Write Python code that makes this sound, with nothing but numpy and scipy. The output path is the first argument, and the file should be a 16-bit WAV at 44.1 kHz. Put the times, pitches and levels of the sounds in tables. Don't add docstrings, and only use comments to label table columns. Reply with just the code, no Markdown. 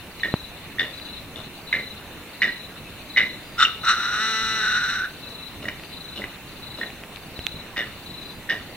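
import sys
import numpy as np
from scipy import signal
from scipy.fft import rfft, irfft
from scipy.io import wavfile
from scipy.ndimage import uniform_filter1d

SR = 44100
rng = np.random.default_rng(int(sys.argv[2]) if len(sys.argv) > 2 else 0)


def pcm_store(signal):
    levels = np.round(np.clip(np.atleast_2d(signal), -1, 1) * 32767)
    wavfile.write(sys.argv[1], SR, levels.astype(np.int16).T)


N = 386316


def gain_of(db):
    return 10 ** (np.asarray(db) / 20)


def unit_rms(x):
    return x / np.sqrt(np.mean(x ** 2) + 1e-20)


def curve_at(points, hz):
    f, value = np.transpose(points)
    return np.interp(np.log(hz + 1), np.log(f + 1), value)


def add(mix, s, sound):
    part = mix[..., max(round(s * SR), 0):][..., :sound.shape[-1]]
    part += sound[..., :part.shape[-1]]


def pan(side_db):
    return gain_of([[side_db / 2], [-side_db / 2]])


def noise(colour):
    eq = gain_of(curve_at(colour, np.fft.rfftfreq(N, 1 / SR)))
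    return unit_rms(irfft(rfft(rng.standard_normal(N)) * eq, N))


def wander(n, per_s):
    at = np.arange(n) * per_s / SR
    return unit_rms(np.interp(at, np.arange(8192), rng.standard_normal(8192)))


def resonate(x, hz, width):
    turn = np.exp(2j * np.pi * np.cumsum(hz * np.ones(len(x))) / SR)
    r = np.exp(-np.pi * width / SR)
    return 2 * (turn * signal.lfilter([(1 - r) ** 2], [1, -2 * r, r * r], x / turn + 1e-18)).real


# (frequency [Hz], left-right correlation [0-1])
FOREST_IMAGE = [(40, 0.76), (160, 0.96), (450, 0.96), (1200, 0.9), (2000, 0.79), (3300, 0), (15000, 0)]
# (frequency [Hz], t60 [s])
FOREST_DECAY = [(200, 0.4), (1500, 0.32), (4000, 0.5), (9000, 0.14)]


def forest_reverb(x, fade_in_s=.0013, count=1500, spacing=22):
    at = np.arange(count) * spacing + rng.integers(0, spacing, (2, count))
    taps = np.zeros((2, SR))
    np.put_along_axis(taps, at, rng.standard_normal(at.shape), 1)
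    hz, t, bands = signal.stft(taps, SR, nperseg=256)
    alike = curve_at(FOREST_IMAGE, hz)[:, None]
    bands[1] = alike * bands[0] + np.sqrt(1 - alike ** 2) * bands[1]
    envelope = gain_of(-60 * t / curve_at(FOREST_DECAY, hz)[:, None]) * np.minimum(t / fade_in_s, 1)
    tail = signal.istft(bands * envelope, SR, nperseg=256)[1]
    return signal.fftconvolve(x[None], tail / np.linalg.norm(tail[0]), axes=1)[:, :N]


# (frequency [Hz], relative level [dB])
HUSH_COLOUR = [(15, -38), (25, -8.5), (107, -4), (248, -6.5), (291, -7), (392, -10), (857, -14),
               (1590, -16), (2590, -14), (3130, -20), (4210, -36), (5520, -27), (5980, -29), (11400, -28.5),
               (15800, -27)]
# (frequency [Hz], left over right [dB])
HUSH_PAN = [(60, -1.5), (300, -1.1), (2600, -2), (3600, -4), (4400, 22), (5200, 0.5), (14000, -1.5)]


def hush(level_db=-40.5, patchy_db=1.4):
    frames, hz = N // 256 + 5, np.fft.rfftfreq(1024, 1 / SR)
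    a, b, c, d, patches = rng.standard_normal((frames, 513, 5)).T
    patches = unit_rms(uniform_filter1d(uniform_filter1d(patches, size=10, axis=0), size=12, axis=1))
    alike = curve_at(FOREST_IMAGE, hz)[:, None]
    left = a + 1j * b
    right = alike * left + np.sqrt(1 - alike ** 2) * (c + 1j * d)
    lean = gain_of(curve_at(HUSH_PAN, hz)[:, None] / 2)
    bands = np.array([left * lean, right / lean])
    bands *= gain_of(curve_at(HUSH_COLOUR, hz)[:, None] + patchy_db * patches)
    return gain_of(level_db) * unit_rms(signal.istft(bands, nperseg=1024, noverlap=768)[1][:, :N])


# (frequency [Hz], relative level [dB])
CHORUS_COLOUR = [(2000, -54), (2650, 5.5), (3150, -1), (3400, -19), (3520, 8.5), (3700, 1.5), (4080, 6),
                 (4500, -4.5), (4750, -32)]


def insect_chorus(level_db=-49, flicker_db=2.2):
    blur = np.array([noise(CHORUS_COLOUR), noise(CHORUS_COLOUR)])
    return pan(4) * blur * gain_of(level_db + flicker_db * wander(N, 40))


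# (time [s], length [s], start pitch [Hz], end pitch [Hz], level [dB])
FAR_WHISTLES = [(0.915, 0.19, 4680, 4700, -55), (3.387, 0.25, 4760, 4750, -54),
                (5.76, 0.25, 4760, 4700, -55), (8.167, 0.28, 4760, 4700, -55),
                (.515, 0.047, 2520, 2370, -48), (2.83, 0.074, 2730, 2490, -45),
                (2.984, .07, 2610, 2330, -47), (5.21, 0.086, 2760, 2530, -45),
                (5.37, 0.075, 2720, 2590, -47)]


def whistles_and_pips(pip_s=.052, pip_hz=6230, pip_db=-60, wet_db=-16):
    out = np.zeros(N)
    gaps = .091 * rng.choice([1.2, 1, 2, 3], size=84)
    pips = [(s, pip_s, pip_hz, pip_hz, pip_db) for s in np.cumsum(gaps)]
    for s, length, start_hz, end_hz, db in FAR_WHISTLES + pips:
        n = round(length * SR)
        hz = np.linspace(start_hz, end_hz, n) * (1 + .0032 * wander(n, 220))
        add(out, s, gain_of(db) * signal.windows.tukey(n, .7) * np.sin(2 * np.pi * np.cumsum(hz) / SR))
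    return pan(2.5) * (out + gain_of(wet_db) * forest_reverb(out))


FAR_TRILL_CUES = [0.12, 0.871, 1.581, 2.30, 3.021, 5.10, 5.779, 6.489, 7.192, 7.879, 8.59]
NEAR_TRILL_CUES = [0.213, 0.944, 1.681, 2.413, 3.109, 3.82, 4.529, 5.238, 5.937, 6.635, 7.370, 8.069]


def insect_trills(cues, top_hz, db, side_db, wet_db, note_s=.03, step_s=.0388, arch_hz=640):
    out, u = np.zeros(N), np.linspace(-1, 1, round(note_s * SR))
    for s in cues:
        for k, (tune, strength) in enumerate(rng.standard_normal((7, 2))):
            hz = top_hz * (1 + .0045 * tune) - arch_hz * (u + .14) ** 2
            note = np.cos(np.pi * u / 2) * np.sin(2 * np.pi * np.cumsum(hz) / SR)
            add(out, s + k * step_s - note_s / 2, gain_of(db + .23 * strength) * note)
    direct = np.array([out, np.roll(out, shift=3)])
    return pan(side_db) * (direct + gain_of(wet_db) * forest_reverb(out))


# (frequency [ratio], rise and fall time [s], level [dB])
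LEAF_MODES = [(0.987, 0.00039, -5), (0.8, 0.00021, -1), (1.64, 0.0004, -37), (1.6, 0.00012, -11.5),
              (0.75, 0.0024, -25.5)]
# (time [s], gain [dB], pitch [Hz], left over right [dB])
NEAR_DRIPS = [(0.198, -24, 2700, 2), (.999, -23, 2600, 0), (5.7972, -23.5, 2630, 0),
              (5.8363, -22.5, 2700, 4), (6.9030, -23, 2500, 0), (7.037, -21, 2610, -2),
              (7.1606, -23, 3700, 13), (7.171, -24, 2400, -2), (7.392, -20.5, 2940, -10),
              (7.4673, -6, 3500, -10.5)]


def leaf_drips(splash_db=-29, far_per_s=9, far_db=-42):
    out, t = np.zeros((2, N)), np.arange(2048) / SR
    draws = rng.random((400, 4))[:round(far_per_s * N / SR)]
    far = [(when * N / SR, far_db + 9 * size, 2200 + 1500 * tune, 8 * (side - .5))
           for when, size, tune, side in draws]
    for s, db, hz, side_db in NEAR_DRIPS + far:
        tick = sum(gain_of(mode_db) * t / ring * np.exp(1 - t / ring) * np.sin(2 * np.pi * hz * ratio * t)
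                   for ratio, ring, mode_db in LEAF_MODES)
        splash = gain_of(splash_db) * np.exp(-t / .0038) * rng.standard_normal(len(t))
        add(out, s, gain_of(db) * pan(side_db) * (tick + splash) / np.sqrt(2))
    return out


# (frequency [Hz], t60 [s], level [dB])
CAMERA_MODES = [(136, 0.016, -2), (430, 0.0023, -1), (1630, .004, -25), (2920, 0.0073, -19)]
# (time [s], gain [dB], time stretch [ratio])
CAMERA_HITS = [(0.34, -1, 0.99), (7.391, -19.5, 2.1)]


def camera_knocks(attack_s=.00045):
    out, t = np.zeros(N), np.arange(2048) / SR
    thud = sum(gain_of(db - 60 * t / t60) * np.cos(2 * np.pi * hz * t) for hz, t60, db in CAMERA_MODES)
    thud *= np.sin(np.pi / 2 * np.minimum(t / attack_s, 1)) ** 2
    for s, db, stretch in CAMERA_HITS:
        add(out, s, gain_of(db) * np.interp(t / stretch, t, thud))
    return out


# (frequency [Hz], width [Hz], level [dB])
SHUT_FORMANTS = [(1937, 65, 0), (1615, 22, -24), (2730, 600, -18), (3620, 43, -18.5), (4050, 280, -32),
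                 (5550, 990, -31), (7500, 700, -51)]


def snap(db, hz, swell_s=.0012):
    t = np.arange(2048) / SR
    rise, after = np.minimum(t / swell_s, 1), np.maximum(t - swell_s, 0)
    tune = hz / SHUT_FORMANTS[0][0]
    ring = sum(gain_of(mode_db) * np.exp(-np.pi * width * after)
               * np.sin(2 * np.pi * (f * tune * t + rng.random())) for f, width, mode_db in SHUT_FORMANTS)
    return gain_of(db) * rise * ring


# (time [s], build-up [s], snap gap [s], snap level [dB],
# decay [dB/s], main formant [Hz], rasp [dB], hiss [dB], whistle [dB])
FULL_GRUNTS = [(.2330, 0, .0131, -11.5, 380, 1876, -29.5, -37, -38),
               (.7842, 0.017, 0.011, -10.5, 600, 1873, -30, -28.5, -26.5),
               (1.7271, 0, 0.02, -8, 270, 2056, -23, -34, -33),
               (2.4186, 0, 0.012, -8, 173, 1943, -19.5, -23, -36),
               (3.162, .018, .0086, -3, 332, 2025, -17, -23, -24.5),
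               (7.763, 0.011, 0.0085, -17.5, 110, 1900, -25, -27, -29),
               (8.4907, 0.012, 0.012, -12, 304, 1840, -28, -25.5, -36)]
# (time [s], gap [s], second click [dB], main formant [Hz], rasp [dB], hiss [dB])
THROAT_CLICKS = [(5.6544, .0285, -23.5, 1927, -21.5, -28), (6.2182, 0.021, -24.5, 2006, -30, -44),
                 (6.8126, .0185, -18.5, 1856, -29, -44)]


def grunt_snaps(rattle_s=.085, build_db_per_s=520, scatter_s=.0007, scatter_db=3.5, detune=.035):
    out = np.zeros(N)
    for s, build, gap, db, fall, hz, *_ in FULL_GRUNTS:
        for k, (late, strength, tune) in enumerate(rng.standard_normal((12, 3))):
            age = k * gap
            ragged = np.sqrt(age / rattle_s)
            level_db = db - build_db_per_s * max(build - age, 0) - fall * max(age - build, 0)
            sound = snap(level_db + scatter_db * ragged * strength, hz * (1 + detune * ragged * tune))
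            add(out, s + age + scatter_s * ragged * late, sound * (age < rattle_s))
    for s, gap, db, hz, *_ in THROAT_CLICKS:
        add(out, s, snap(db + 1, hz))
        add(out, s + gap, snap(db, hz))
    return out


# (frequency [Hz], relative level [dB])
RASP_COLOUR = [(900, -27), (1400, -16.5), (1700, -2), (1960, 0.5), (2350, -6), (2880, -23), (3300, -73),
               (5000, -75)]
HISS_COLOUR = [(2200, -60), (2900, 14.5), (3300, -29), (3800, 0), (4400, -12), (5300, -12), (6400, -25),
               (8500, -55), (12000, -47)]
NASAL_COLOUR = [(80, -23), (200, 2.5), (300, -0.5), (420, -2), (600, -0.5), (900, -13), (1500, -7),
                (2300, -30.5)]
WHISTLE_COLOUR = [(3000, -18), (3350, -15), (3550, 5), (3720, -3.5), (4000, -43)]
# (time [s], nasal note [dB], hiss [dB], whistle [dB])
NOSE_GRUNTS = [(1.357, -44, -44, -36.5), (5.624, -38, -37.5, -45), (6.16, -37.5, -37, -43),
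               (6.771, -38.5, -41, -46)]


def grunt_breath(attack_s=.00083, swell_s=.027, flutter_hz=105, flutter_db=7):
    rasp, nasal, hiss, whistle = np.zeros((4, N))
    t = np.arange(SR // 3) / SR
    attack = np.minimum(t / attack_s, 1)
    puff, soft_puff, click_puff = (attack * np.exp(-t / fade_s) for fade_s in (.032, .045, .0072))
    swell = (t / swell_s * np.exp(1 - t / swell_s)) ** .95
    for s, build, *_, rasp_db, hiss_db, whistle_db in FULL_GRUNTS:
        release = s + build / 2
        add(rasp, release, gain_of(rasp_db) * puff)
        add(hiss, release, gain_of(hiss_db) * puff)
        add(whistle, release, gain_of(whistle_db) * puff)
        add(nasal, release, gain_of(-38) * swell)
    for s, nasal_db, hiss_db, whistle_db in NOSE_GRUNTS:
        add(hiss, s, gain_of(hiss_db) * soft_puff)
        add(whistle, s, gain_of(whistle_db) * soft_puff)
        add(nasal, s, gain_of(nasal_db) * swell)
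    for s, gap, *_, rasp_db, hiss_db in THROAT_CLICKS:
        add(rasp, s + gap, gain_of(rasp_db) * click_puff)
        add(hiss, s + gap, gain_of(hiss_db) * click_puff)
        add(nasal, s + gap, gain_of(-39.5) * click_puff)
    cycles = np.cumsum(flutter_hz * (1 + .2386 * wander(N, 90))) / SR
    flutter = unit_rms(gain_of(flutter_db * np.cos(2 * np.pi * cycles)))
    return flutter * (rasp * noise(RASP_COLOUR) + hiss * noise(HISS_COLOUR)
                      + nasal * noise(NASAL_COLOUR) + whistle * noise(WHISTLE_COLOUR))


def fold_pulses(hz, rough, jitter=.066):
    n = len(hz)
    doubling = .081 + .21 * rough + .09 * (1 + wander(n, 46.3))
    waver = .003 * wander(n, 220)
    cycles = np.cumsum(hz * (1 + waver + jitter * rough * wander(n, 160))) / SR
    lag = .75 * rng.random((52, 2))
    buzz = sum(np.cos(2 * np.pi * (k * cycles + lag[k, 0]))
               + doubling * np.cos(2 * np.pi * ((k - .5) * cycles + lag[k, 1])) for k in range(1, 52))
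    puffs = (.5 + np.exp(-(cycles % 1) / .29)) * rng.standard_normal(N)[:n]
    return unit_rms(buzz), unit_rms(puffs)


# (frequency [Hz], width [Hz], level [dB])
CHEST_FORMANTS = [(216, 85, -20), (445, 53, -21), (890, 84, -20.5)]


def harsh_voice(level_db, hz, rough, mouth_hz, formants, treble_db, chest_db, shimmer_db=2.5):
    buzz, puffs = fold_pulses(hz, rough)
    drive = (1 - rough) * buzz + rough * puffs
    airy = drive + .22 * puffs
    treble = sum(gain_of(db) * resonate(airy, f, width) for f, width, db in formants)
    chest = sum(gain_of(db) * resonate(drive, f, width) for f, width, db in CHEST_FORMANTS)
    mouth = resonate(airy, mouth_hz, width=215) + gain_of(treble_db) * treble
    low_cut = signal.butter(4, 1060, 'high', fs=SR, output='sos')
    notch = signal.iirnotch(3180, Q=10, fs=SR)
    voice = signal.lfilter(*notch, signal.sosfilt(low_cut, mouth))
    voice += gain_of(chest_db) * (1 - rough) * chest
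    voice /= np.sqrt(uniform_filter1d(voice ** 2, size=500) + 1e-12)
    return voice * gain_of(level_db + shimmer_db * rough * wander(len(hz), 110))


# (frequency [Hz], width [Hz], level [dB])
BARK_FORMANTS = [(1940, 190, -8.5), (2980, 370, -7.5), (3660, 260, -6), (3840, 420, -14),
                 (5490, 570, -18.5), (6900, 1700, -29)]


def bark(length_s=.108, low_hz=182.4, top_hz=241.2):
    n = round(length_s * SR)
    effort = np.sin(np.pi * (np.arange(n) + .5) / n)
    level_db = -13 + 20 * np.log10(effort ** 2.8)
    hz = low_hz + (top_hz - low_hz) * effort
    return harsh_voice(level_db, hz, rough=.75, mouth_hz=1378, formants=BARK_FORMANTS,
                       treble_db=-2, chest_db=-3)


# (time [s], length [s], level [dB], centre pitch [Hz])
BARK_SQUEAKS = [(3.625, 0.013, -14.5, 3550), (3.6495, 0.0058, -7, 2800), (3.656, 0.0069, -13.5, 2790)]


def squeaks(sag_hz_per_s=16000):
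    out = np.zeros(N)
    for s, length, db, hz in BARK_SQUEAKS:
        t = np.arange(0, length, 1 / SR)
        pitch = (hz - sag_hz_per_s * (t - length / 2)) * (1 + .036 * wander(len(t), 1060))
        add(out, s, gain_of(db) * np.sin(np.pi * t / length) * np.sin(2 * np.pi * np.cumsum(pitch) / SR))
    return out


# (time [s], level before trim [dB])
CALL_ENVELOPE = [(3.83, -42), (3.836, -32), (3.89, -13.5), (3.956, -27), (4.204, -22.5), (4.596, -25),
                 (4.636, -21), (4.748, -21.5), (4.766, -19), (4.802, -23.5), (5.05, -26), (5.1, -43)]
# (time [s], pitch [Hz])
CALL_GLIDE = [(3.832, 187), (3.95, 191.5), (4.12, 208.1), (4.19, 214.5), (4.27, 222.7), (4.35, 220.6),
              (4.441, 222.8), (4.58, 219.5), (4.635, 214.1), (4.776, 208.3), (4.819, 193.1), (5.091, 189.8)]
# (time [s], frequency [Hz])
CALL_MOUTH_SWEEP = [(3.83, 1395), (4.05, 1414), (4.59, 1410), (4.64, 1480), (5.09, 1510)]
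# (frequency [Hz], width [Hz], level [dB])
CALL_FORMANTS = [(1682, 102, -4.5), (1943, 126, -5.5), (2890, 590, -12.5), (3680, 98, -6.5),
                 (3893, 286, -4), (5770, 420, -15.5), (7400, 2100, -31)]


def long_call(slack_hz=203.3, taut_hz=220.8, closing_s=4.942, trim_db=-.5):
    t = np.arange(CALL_ENVELOPE[0][0], CALL_ENVELOPE[-1][0], 1 / SR)
    level_db, hz, mouth_hz = (np.interp(t, *np.transpose(curve))
                              for curve in (CALL_ENVELOPE, CALL_GLIDE, CALL_MOUTH_SWEEP))
    taut = np.clip((hz - slack_hz) / (taut_hz - slack_hz), 0, 1)
    rough = .47 - .41 * taut
    opening_db = -7 * np.exp((t[0] - t) / .015)
    closing_db = -99 * np.maximum(t - closing_s, 0)
    treble_db = -4.5 + 4 * taut ** 3 + opening_db + closing_db
    return harsh_voice(level_db + trim_db, hz, rough, mouth_hz, CALL_FORMANTS, treble_db, chest_db=-4.5)


# (frequency [Hz], left over right [dB])
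LEMUR_PAN = [(200, 0), (2300, -2), (3000, 0.5), (3550, 10.5), (4050, 5), (4700, 12), (6000, 21.5),
             (9000, 12), (15000, -2)]


def lemur(bark_at_s=3.565, wet_db=-11, right_delay_s=5.5e-5):
    voice = grunt_snaps() + grunt_breath()
    add(voice, bark_at_s, bark())
    add(voice, CALL_ENVELOPE[0][0], long_call())
    voice += squeaks()
    hz = np.fft.rfftfreq(N, 1 / SR)
    lean = gain_of(curve_at(LEMUR_PAN, hz))
    stereo = np.array([lean, np.exp(-2j * np.pi * hz * right_delay_s)]) * 2 / (1 + lean)
    return irfft(rfft(voice + gain_of(wet_db) * forest_reverb(voice)) * stereo, N)


def scene():
    near = insect_trills(NEAR_TRILL_CUES, top_hz=4063, db=-36, side_db=6.5, wet_db=-8.5)
    far = insect_trills(FAR_TRILL_CUES, top_hz=4555, db=-50.5, side_db=7.5, wet_db=-9.5)
    return (lemur() + near + far + whistles_and_pips()
            + leaf_drips() + camera_knocks() + hush() + insect_chorus())


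def record(dry, whine_hz=11000, whine_db=-63.5, whine_stop_s=7.35, high_cut_hz=15850):
    t = np.arange(N) / SR
    whine = gain_of(whine_db) * np.sin(2 * np.pi * whine_hz * t) * np.clip((whine_stop_s - t) * 20, 0, 1)
    high_cut = signal.firwin(511, high_cut_hz, window=("kaiser", 9), fs=SR)
    return signal.oaconvolve(np.clip(dry + whine, -1, 1), high_cut[None], "same")


dry = scene()
out = record(dry)
pcm_store(out)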